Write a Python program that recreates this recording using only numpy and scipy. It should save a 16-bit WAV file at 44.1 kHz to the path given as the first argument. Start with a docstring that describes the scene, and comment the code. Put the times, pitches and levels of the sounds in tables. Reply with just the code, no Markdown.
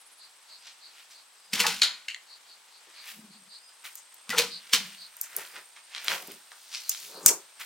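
"""Ears of corn plunge into a big pot of hot water: smack, spray, bubbles, a gulp, a boom of the pot's
air and knocks on its metal. They come from a plastic bucket that thuds and clicks; husks rub and
crinkle, stalks crack and tear, and a loose board clacks. Behind are a steady hiss of leaves, fire and
simmering water, and insects whining and chirping in a maize field. A house wall echoes the near sounds."""
import sys
import numpy as np
from scipy import signal
from scipy.fft import rfft, irfft, next_fast_len
from scipy.io import wavfile

SR = 44100
rng = np.random.default_rng(int(sys.argv[2]) if len(sys.argv) > 2 else 0)


def store_pcm(level_fs):
    """Save levels as 16-bit WAV."""
    pcm = np.round(np.clip(level_fs, -1, 1) * 32767).astype(np.int16)
    wavfile.write(sys.argv[1], SR, np.atleast_2d(pcm).T)


N = 337385
TIME_S = np.arange(N) / SR
SIDES = np.array([[1], [-1]])   # left, right


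def from_db(db):
    """Decibels to gain."""
    return 10 ** (np.asarray(db) / 20)


def unit_rms(x):
    """Scale to rms 1."""
    return x / np.sqrt(np.mean(x ** 2) + 1e-20)


def curves(rows):
    """One piecewise-linear curve per column after the time."""
    times_s, *columns = np.transpose(rows)
    return [np.interp(TIME_S, times_s, column) for column in columns]


def drift(per_s):
    """Random curve, rms 1, with per_s new values a second."""
    return unit_rms(np.interp(TIME_S * per_s, np.arange(30000), rng.standard_normal(30000)))


def grit(grain_db, per_s):
    """Noise in tiny clumps of uneven size, rms 1."""
    return unit_rms(rng.standard_normal(N) * from_db(grain_db * np.clip(drift(per_s), -2, 2)))


def cut(x, hz, kind, order=2):
    """Butterworth low- or high-pass."""
    sos = signal.butter(order, np.clip(hz, 10, .45 * SR), kind, fs=SR, output="sos")
    return signal.sosfilt(sos, x + 1e-18)


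def resonate(x, hz, width_hz):
    """One resonance; keeps the power of white noise."""
    b, a = signal.iirpeak(min(hz, .45 * SR), hz / min(width_hz, SR / 3), fs=SR)
    return signal.lfilter(b, a, x + 1e-18) / np.sqrt(b[0])


def body(x, modes):
    """Parallel resonances of alternating sign."""
    weights = [from_db(db) * np.sqrt(width) * (-1) ** k for k, (_, width, db) in enumerate(modes)]
    weights = np.array(weights) / np.linalg.norm(weights)
    return sum(weight * resonate(x, hz, width) for weight, (hz, width, _) in zip(weights, modes))


def colour(x, spectrum, size=4096):
    """Minimum-phase filter of the given spectrum; keeps the power of white noise."""
    hz, db = np.transpose(spectrum)
    grid_hz = np.maximum(np.arange(size // 2 + 1) * SR / size, 1)
    gain = from_db(np.interp(np.log(grid_hz), np.log(hz), db))
    cepstrum = irfft(np.log(gain))
    cepstrum[1:size // 2] *= 2
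    response = irfft(np.exp(rfft(cepstrum[:size // 2], size)))
    return signal.fftconvolve(x, response / np.linalg.norm(response))[:N]


def swell(s, rise_s, t60_s, db):
    """Envelope: exponential rise to a peak at time s, then decay."""
    span = slice(max(int((s - 8 * rise_s) * SR), 0), int((s + 2 * t60_s) * SR))
    age_s, out = TIME_S[span] - s, np.zeros(N)
    out[span] = from_db(db) * np.exp(np.minimum(age_s / rise_s, -age_s * np.log(1000) / t60_s))
    return out


def bell_curves(rows, half_s):
    """One Gaussian envelope per row."""
    out = np.zeros(N)
    for s, db in rows:
        span = slice(max(int((s - 3 * half_s) * SR), 0), int((s + 3 * half_s) * SR))
        out[span] += from_db(db) * np.exp(-((TIME_S[span] - s) / half_s) ** 2)
    return out


def clicks(rows):
    """One impulse per row."""
    out = np.zeros(N)
    for s, db in rows:
        out[round(s * SR)] += from_db(db)
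    return out


def strokes(rows, source, shape):
    """Each row (s, rise_s, t60_s, db, hz) swells the source and filters it by shape(x, hz)."""
    out = np.zeros(N)
    for *stroke, hz in rows:
        envelope = swell(*stroke)
        on = envelope > 0
        out[on] += shape(source[on] * envelope[on], hz)
    return out


def hollow_notes(rows, waver, churn, sharp=0, settle_s=0.014):
    """Air resonances: wavering damped sines plus churning noise, optionally sharp around the peak."""
    wobble = 1 + waver * drift(70)
    noise = rng.standard_normal(N)
    notes = np.zeros(N)
    for s, hz, rise_s, t60_s, db in rows:
        envelope = swell(s, rise_s, t60_s, db)
        on = envelope > 0
        pitch_hz = hz * wobble[on] * (1 + sharp * np.exp(-np.abs(TIME_S[on] - s) / settle_s))
        tone = np.sqrt(2) * np.sin(2 * np.pi * np.cumsum(pitch_hz) / SR)
        rough = cut(resonate(noise[on], hz, 0.53 * hz), 0.51 * hz, "high")
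        notes[on] += envelope[on] * (tone + churn * rough)
    return notes


def widen(mid, side, above_hz, side_db):
    """Stereo: alike in the bass, different in the treble."""
    return mid + from_db(side_db) * cut(side, above_hz, "high", order=1) * SIDES


def yard(x, t60_s, tail_db, wall_s, wall_db, dull_hz, left_lead_samples, side_db):
    """Direct sound, a smeared wall echo and a thin tail from the plants, which scatter little bass."""
    age_s = TIME_S[:SR // 2]
    scatter = rng.standard_normal((2, len(age_s)))
    tail = scatter * np.exp(-age_s * np.log(1000) / t60_s) * (age_s > .004)
    tail = cut(tail, dull_hz, "low", order=1)
    echo = scatter * np.exp(-np.abs(age_s - wall_s) / 0.0015)
    tail *= from_db(tail_db) / np.linalg.norm(tail[0])
    echo *= from_db(wall_db) / np.linalg.norm(echo[0])
    mid, side = tail + echo
    response = cut(widen(mid, side, above_hz=4300, side_db=side_db), 370, "high", order=1)
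    size = next_fast_len(N + SR // 10, real=True)
    shift = np.exp(1j * np.pi * left_lead_samples * np.arange(size // 2 + 1) / size * SIDES)
    direct = irfft(rfft(x, size) * shift, size)[:, :N]
    return direct + signal.fftconvolve(x[None], response, axes=1)[:, :N]


# hiss spectrum (frequency [Hz], relative density [dB])
HISS_SPECTRUM = [(30, -44), (100, -27), (180, -22), (420, -12), (620, -7.5), (900, -2), (1700, -4),
                 (3700, -4), (4900, -5), (6600, -8.5), (8200, -6), (9400, -14), (11200, -13.5),
                 (12500, -18), (16000, -20.5)]


def hiss(level_db=-57):
    """Even noise of leaves, fire and simmering water."""
    mid, side = (colour(grit(grain_db=1.0, per_s=95), HISS_SPECTRUM) for _ in range(2))
    return from_db(level_db + .5 * drift(2)) * unit_rms(widen(mid, side, above_hz=360, side_db=-5.5))


def insect_band(hz, width_hz):
    """Far stereo buzz: random flutter blurs a pitch into a band; rms 1."""
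    phase = 2 * np.pi * np.cumsum(hz * np.ones(N)) / SR
    flutter_per_s = 1.5 * width_hz
    mid, side = (drift(flutter_per_s) * np.cos(phase) + drift(flutter_per_s) * np.sin(phase)
                 for _ in range(2))
    return unit_rms(widen(mid, side, above_hz=2000, side_db=-5))


# cicada whine (time [s], pitch [Hz], level [dB])
CICADA_WHINE = [(0, 8240, -67), (1.5, 8210, -67), (2.5, 8150, -71.5), (3.5, 8590, -63.5), (4.1, 8590, -60),
                (5.6, 8690, -61), (6.5, 8720, -62), (7.65, 8570, -62)]


def cicada(throb_hz=67, throb_depth=0.5):
    """A narrow throbbing whine over a broader, lower band."""
    hz, db = curves(CICADA_WHINE)
    rate_hz = throb_hz * (1 + 0.0029 * drift(5))
    throb = 1 + throb_depth * np.cos(2 * np.pi * np.cumsum(rate_hz) / SR)
    return from_db(db) * (throb * insect_band(hz, 120) + from_db(-6) * insect_band(hz - 300, 800))


# cricket loudness (time [s], level [dB])
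CRICKET_LEVELS = [(0, -60), (.14, -60), (.3, -69), (.75, -72), (1.3, -67.5), (2.2, -74), (3.3, -68),
                  (3.8, -70), (7.65, -72)]


def bush_cricket(pulses_per_s=16.6):
    """Fast, slightly uneven pulses in two very high bands."""
    uneven_s = TIME_S - .012 + 0.0031 * drift(6)
    pulses = np.cos(np.pi * pulses_per_s * uneven_s) ** 2 * from_db(0.74 * drift(4.3))
    buzz = insect_band(10920, 880) + from_db(2) * insect_band(9600, 900)
    return from_db(curves(CRICKET_LEVELS)[0]) * pulses * buzz


# far insect whistles (time [s], level [dB])
WHISTLE_CALLS = [(.62, -60.5), (1.46, -62), (3.66, -58.5), (5.54, -61), (6.27, -58.5)]


def whistles():
    """Thin narrow-band calls that fade in and out."""
    return bell_curves(WHISTLE_CALLS, half_s=0.08) * insect_band(hz=4950, width_hz=160)


# far insect chirps (time [s], level [dB])
CHIRP_CALLS = [(.235, -50), (.537, -47.5), (0.863, -47.5), (1.18, -52), (2.33, -49), (2.52, -52),
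               (2.76, -54.5), (3.0, -47.5), (3.35, -54.5), (3.545, -46), (4.548, -37.5), (5.03, -43),
               (6.87, -48), (7.17, -46)]


def chirps():
    """Short rasps: a fluttering band with a pitched core."""
    flutter = from_db(-2 + drift(120))
    rasp = insect_band(4365, 800) + from_db(-7.5) * insect_band(4500, 220)
    return bell_curves(CHIRP_CALLS, half_s=0.042) * flutter * rasp


# board clacks (time [s], rise [s], t60 [s], level [dB])
BOARD_CLACKS = [(2.084, 0.001, 0.038, -25), (2.1, 0.0038, 0.16, -37.5), (2.146, .0005, 0.0075, -25)]
# board modes (frequency [Hz], width [Hz], relative gain [dB])
BOARD_MODES = [(1900, 260, 0.5), (2780, 260, 6.5), (3170, 370, -1), (4300, 440, -2), (6200, 300, -11),
               (6900, 630, -9.5)]


def board():
    """A light slat claps down and bounces."""
    contact = grit(grain_db=5.0, per_s=1100) * sum(swell(*clack) for clack in BOARD_CLACKS)
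    return cut(body(contact, BOARD_MODES), 1100, "high")


# husk rubs (time [s], rise [s], level [dB], centre [Hz], tip crinkle [dB])
HUSK_RUBS = [(.675, 0.028, -49, 3600, -72), (1.0, 0.088, -57, 2920, -59), (1.111, 0.0036, -52.5, 4870, -60),
             (3.0, 0.091, -57, 2280, -77), (3.09, 0.032, -47, 2530, -40), (3.852, 0.008, -44, 2300, -40),
             (4.86, 0.22, -49, 2800, -49.5), (5.414, 0.13, -49.5, 1760, -43.5),
             (5.558, 0.018, -46.5, 1840, -56), (5.765, .002, -52, 2230, -74), (5.97, 0.038, -45, 2600, -71),
             (6.117, 0.041, -34, 2300, -32), (6.31, 0.044, -54, 2780, -55), (6.518, 0.0014, -51, 1350, -79),
             (6.745, 0.015, -38, 4460, -62), (6.92, .015, -45, 5600, -50), (7.03, 0.27, -50, 4300, -42.5),
             (7.598, 0.0026, -40.5, 2300, -38)]
# husk-on-husk spectrum (frequency [Hz], relative gain [dB])
HUSK_SPECTRUM = [(500, -3), (1000, 0.5), (1500, 2), (2300, 1.5), (3300, 1), (4300, 1), (5700, 1.5),
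                 (7500, -1.5), (15000, -11)]


def husks(cracks_per_s=370):
    """Ribbed leaves slip in fine grains; their dry tips crackle higher and longer."""
    slips, flexing = [], 0
    for s, rise_s, db, hz, crinkle_db in HUSK_RUBS:
        t60_s = 0.17 + 2.25 * rise_s   # slow strokes die slowly
        slips.append((s, rise_s, t60_s, db, hz))
        flexing += swell(s, rise_s, 1.78 * t60_s, crinkle_db)
    friction = grit(grain_db=3.0, per_s=500)
    rubs = strokes(slips, friction, lambda x, hz: cut(resonate(x, hz, 0.83 * hz), 0.093 * hz, "high"))
    tips = unit_rms((rng.random(N) < cracks_per_s / SR) * rng.standard_normal(N))
    crinkle = (1.22 * grit(grain_db=2.5, per_s=850) + 0.88 * tips) * flexing
    return colour(rubs, HUSK_SPECTRUM) + from_db(-6.5) * cut(crinkle, 5100, "high")


# stalk breaks (time [s], thin fibres [dB], thick core [dB], tear [dB])
STALK_SNAPS = [(3.954, -36.5, -45, -47), (4.143, -40, -58, -74), (5.168, -43, -61, -60),
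               (5.213, -18.5, -40, -43), (5.3651, -22.5, -55, -50), (6.045, -30.5, -56, -47),
               (6.223, -42, -52, -72), (6.274, -35, -51, -72), (6.318, -38, -56, -68),
               (6.8935, -16, -15, -44), (7.2616, -7.5, -1.5, -19.5)]


def stalks(fibre_hz=13200, core_hz=7050, tear_hz=7230, cob_knock_hz=1090, cob_tear_hz=2600):
    """Fibres and core crack together, then tear; the cob passes on crack and tear, lower down."""
    breaks, knocks = [], []
    for s, fibre_db, core_db, tear_db in STALK_SNAPS:
        fibre = (s, 0.00045, 0.016)   # (time [s], rise [s], t60 [s])
        core = (s, 0.0001, 0.015)
        tear = (s + 0.029, 0.016, 0.1)
        breaks += [(*fibre, fibre_db, fibre_hz), (*core, core_db, core_hz), (*tear, tear_db, tear_hz)]
        knocks += [(*core, 2 * core_db - 15.5, cob_knock_hz), (*tear, tear_db - 11, cob_tear_hz)]
    crackle = grit(grain_db=4.5, per_s=1700)
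    cracks = strokes(breaks, crackle, lambda x, hz: resonate(x, hz, 0.25 * hz) + from_db(-7.5) * x)
    cob = strokes(knocks, crackle, lambda x, hz: resonate(x, hz, 2.2 * hz))
    return cut(cracks, 5180, "high", order=6) + cut(cob, 260, "high")


# ears rubbing and landing in the bucket (time [s], rise [s], relative level [dB], centre [Hz])
BUCKET_THUDS = [(2.872, 0.0026, -60, 420), (5.386, .021, -45, 490), (5.57, .027, -51.5, 537),
                (6.129, 0.032, -35.5, 615), (6.229, .012, -49.5, 474), (6.285, .004, -37, 250),
                (7.172, 0.069, -47, 438), (7.249, .02, -45, 376), (7.31, 0.048, -33.5, 427)]
# wall and air modes (frequency [Hz], width [Hz], relative gain [dB])
BUCKET_MODES = [(172, 9, 1.5), (373, 140, 0.5), (426, 140, 2), (760, 123, -1.5), (866, 190, 1),
                (1410, 630, 3)]


def bucket_thuds(wall_t60_s=0.25, air_hz=180, air_t60_s=0.095):
    """Soft ears drum on the plastic wall and wake the air inside."""
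    def soft_touch(x, hz):
        return cut(resonate(x, hz, 0.64 * hz) * np.sqrt(hz / SR), 2.5 * hz, "low")

    wall = unit_rms(body(grit(grain_db=1.5, per_s=190), BUCKET_MODES))
    pushes = [(s, rise_s, wall_t60_s, db + 12, hz) for s, rise_s, db, hz in BUCKET_THUDS]
    notes = [(s, air_hz, rise_s, air_t60_s, db - 22) for s, rise_s, db, _ in BUCKET_THUDS]
    # an ear pulled out bumps along the wall, ever lower and softer
    bumps = [(3.193 + k * .057, 215.3 - k * 5.47, 0.023, 0.086, -50 - k * 3) for k in range(6)]
    air = hollow_notes(notes + bumps, waver=0.081, churn=0.43)
    return strokes(pushes, wall, soft_touch) + cut(air, 630, "low")


# taps on the bucket (time [s], level [dB])
BUCKET_TAPS = [(5.451, -22), (5.474, -25), (5.949, -10), (5.963, -13), (5.981, -13), (6.0435, -29),
               (6.0825, 4), (6.518, -22), (6.948, -14)]
# stiff wall modes (frequency [Hz], width [Hz], relative gain [dB])
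PLASTIC_MODES = [(1350, 360, 0.5), (2300, 310, 3), (3200, 180, 9), (4040, 380, 6.5), (5300, 1000, -2),
                 (9000, 2200, -13)]


def bucket_taps():
    """Hard ends of the ears click on the quickly damped plastic."""
    return body(clicks(BUCKET_TAPS), PLASTIC_MODES)


# knocks on the pot (time [s], rise [s], t60 [s], relative level [dB], centre [Hz])
POT_KNOCKS = [(1.8186, 0.0016, 0.04, -10.5, 3350), (1.831, 0.0019, 0.12, -14, 4500),
              (1.857, 0.0089, 0.41, -31.5, 1800)]
# pot modes (frequency [Hz], width [Hz], relative gain [dB])
POT_MODES = [(820, 2700, -15), (1470, 180, -5), (1720, 280, -10.5), (2430, 530, -5), (2960, 140, -3),
             (3260, 360, -3.5), (3850, 140, 3.5), (4240, 66, 6), (4560, 130, 1.5), (5050, 510, -6.5),
             (7000, 520, -5.5), (9150, 180, -7), (11350, 1100, -14.5)]


def pot():
    """Short noisy contacts ring the water-damped metal."""
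    contact = grit(grain_db=0.0, per_s=950)
    knocks = sum(resonate(contact * swell(*stroke), hz, 1.5 * hz) for *stroke, hz in POT_KNOCKS)
    return from_db(-5.5) * body(knocks, POT_MODES)


def bubbles(per_s, low_hz, high_hz, cycles, sizes=13):
    """Bubbles of random size, each ringing for some cycles; rms 1."""
    births = (rng.random(N) < per_s / SR) * rng.standard_normal(N)
    size = rng.integers(0, sizes, N)
    pitches_hz = np.geomspace(low_hz, high_hz, sizes)
    rings = (resonate(births * (size == k), hz, 2 * hz / cycles) for k, hz in enumerate(pitches_hz))
    return unit_rms(sum(rings))


# ears hitting the water (time [s], rise [s], splash [dB], smack [dB], high-pass [Hz], spray t60 [s],
# froth [dB], gulp [dB], boom [dB])
EAR_PLUNGES = [(1.533, 0.00059, -21, -16, 1230, 0.4, -42, -55, -41),
               (1.6035, .006, -18, -5.5, 500, 0.2, -28, -39, -57),
               (1.667, .001, -21, 1, 500, 0.5, -41, -40.5, -52),
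               (4.2939, .0008, -41, -8.5, 1800, .1, -50, -64, -47),
               (4.303, .001, -29, -21, 1200, 0.52, -35.5, -61, -60),
               (4.3847, 0.0046, -14.5, 4.5, 600, 0.24, -42.5, -28, -48),
               (4.736, 0.0031, -11.5, 2, 1780, 0.18, -46.5, -45.5, -46)]
# single large bubbles (time [s], pitch [Hz], level [dB])
LARGE_BUBBLES = [(4.312, 1900, -26.5), (4.333, 1363, -31.5), (4.342, 490, -37.5)]
# splash spectrum (frequency [Hz], relative density [dB])
SPLASH_SPECTRUM = [(100, -9), (250, -19.5), (620, -22), (1000, -11.5), (1700, -9.5), (2500, -4),
                   (3400, -4.5), (4800, -4.5), (6500, -9.5), (10000, -15), (15500, -20.5)]


def plunges(gulp_hz=470, boom_hz=187, slosh_hz=192.2, blip_cycles=63):
    """Each ear smacks the surface, throws spray, drags down bubbles and makes the pot's air boom."""
    smacks, sprays, gulps, booms, sloshes, cloud = [], [], [], [], [], 0
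    for s, rise_s, db, smack_db, highpass_hz, spray_t60_s, froth_db, gulp_db, boom_db in EAR_PLUNGES:
        smacks.append((s, smack_db))
        sprays.append((s, rise_s, 0.036, db, highpass_hz))   # first sheet of water
        sprays.append((s + 0.0071, 0.0074, spray_t60_s, db - 8.5, highpass_hz))   # droplets fall back
        gulps.append((s + .015, gulp_hz, .014, 0.12, gulp_db))   # cavity closes
        booms.append((s + 0.0031, boom_hz, 0.00293, 0.21, boom_db))
        sloshes.append((s + 0.077, slosh_hz, .025, .45, boom_db - 2))   # water swings back
        cloud += swell(s + 0.047, rise_s=0.024, t60_s=0.15, db=froth_db)
    blips = [(s, hz, 0.0037, blip_cycles / hz, db) for s, hz, db in LARGE_BUBBLES]
    droplets = grit(grain_db=2.5, per_s=900)
    spray = strokes(sprays, droplets, lambda x, hz: cut(x, hz, "high", order=1))
    splash = colour(cut(spray + clicks(smacks), 110, "high", order=1), SPLASH_SPECTRUM)
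    froth = bubbles(per_s=990, low_hz=800, high_hz=2400, cycles=23) * cloud
    gulp = hollow_notes(gulps + blips, waver=0.0336, churn=0.44)
    boom = hollow_notes(booms, waver=0.076, churn=.8, sharp=0.31)
    slosh = hollow_notes(sloshes, waver=0.057, churn=0.43)
    return splash + froth + gulp + boom + slosh


# stereo balance (time [s], left minus right [dB])
BALANCE = [(0, 0.6), (3.3, 1.2), (4.2, 0.6), (5.2, 0.3), (5.8, -0.6), (6.8, 0.5), (7.3, 1)]


def scene():
    """Pot slightly left, handled ears slightly right, insects and hiss all round."""
    at_pot = yard(plunges() + pot() + board(), t60_s=0.29, tail_db=-14, wall_s=0.016, wall_db=-18,
                  dull_hz=4500, left_lead_samples=0.6, side_db=0)
    handled = husks() + stalks() + bucket_thuds() + bucket_taps()
    at_bucket = yard(handled, t60_s=0.21, tail_db=-13, wall_s=0.02, wall_db=-22,
                     dull_hz=8000, left_lead_samples=-0.66, side_db=3.5)
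    at_bucket *= from_db(0.05 * SIDES / 2)
    insects = cicada() + chirps() + whistles() + bush_cricket()
    balance = from_db(curves(BALANCE)[0] * SIDES / 2)
    return (at_pot + at_bucket + insects + hiss()) * balance


def record(dry, highpass_hz=100, lowpass_hz=16000):
    """Round the highest peaks, thin the deep bass, cut the top."""
    rounded = 1.304 * np.tanh(dry / 1.284)
    lowpass = signal.ellip(10, .1, 70, lowpass_hz, fs=SR, output="sos")
    return signal.sosfilt(lowpass, cut(rounded, highpass_hz, "high"))


dry = scene()
out = record(dry)
store_pcm(out)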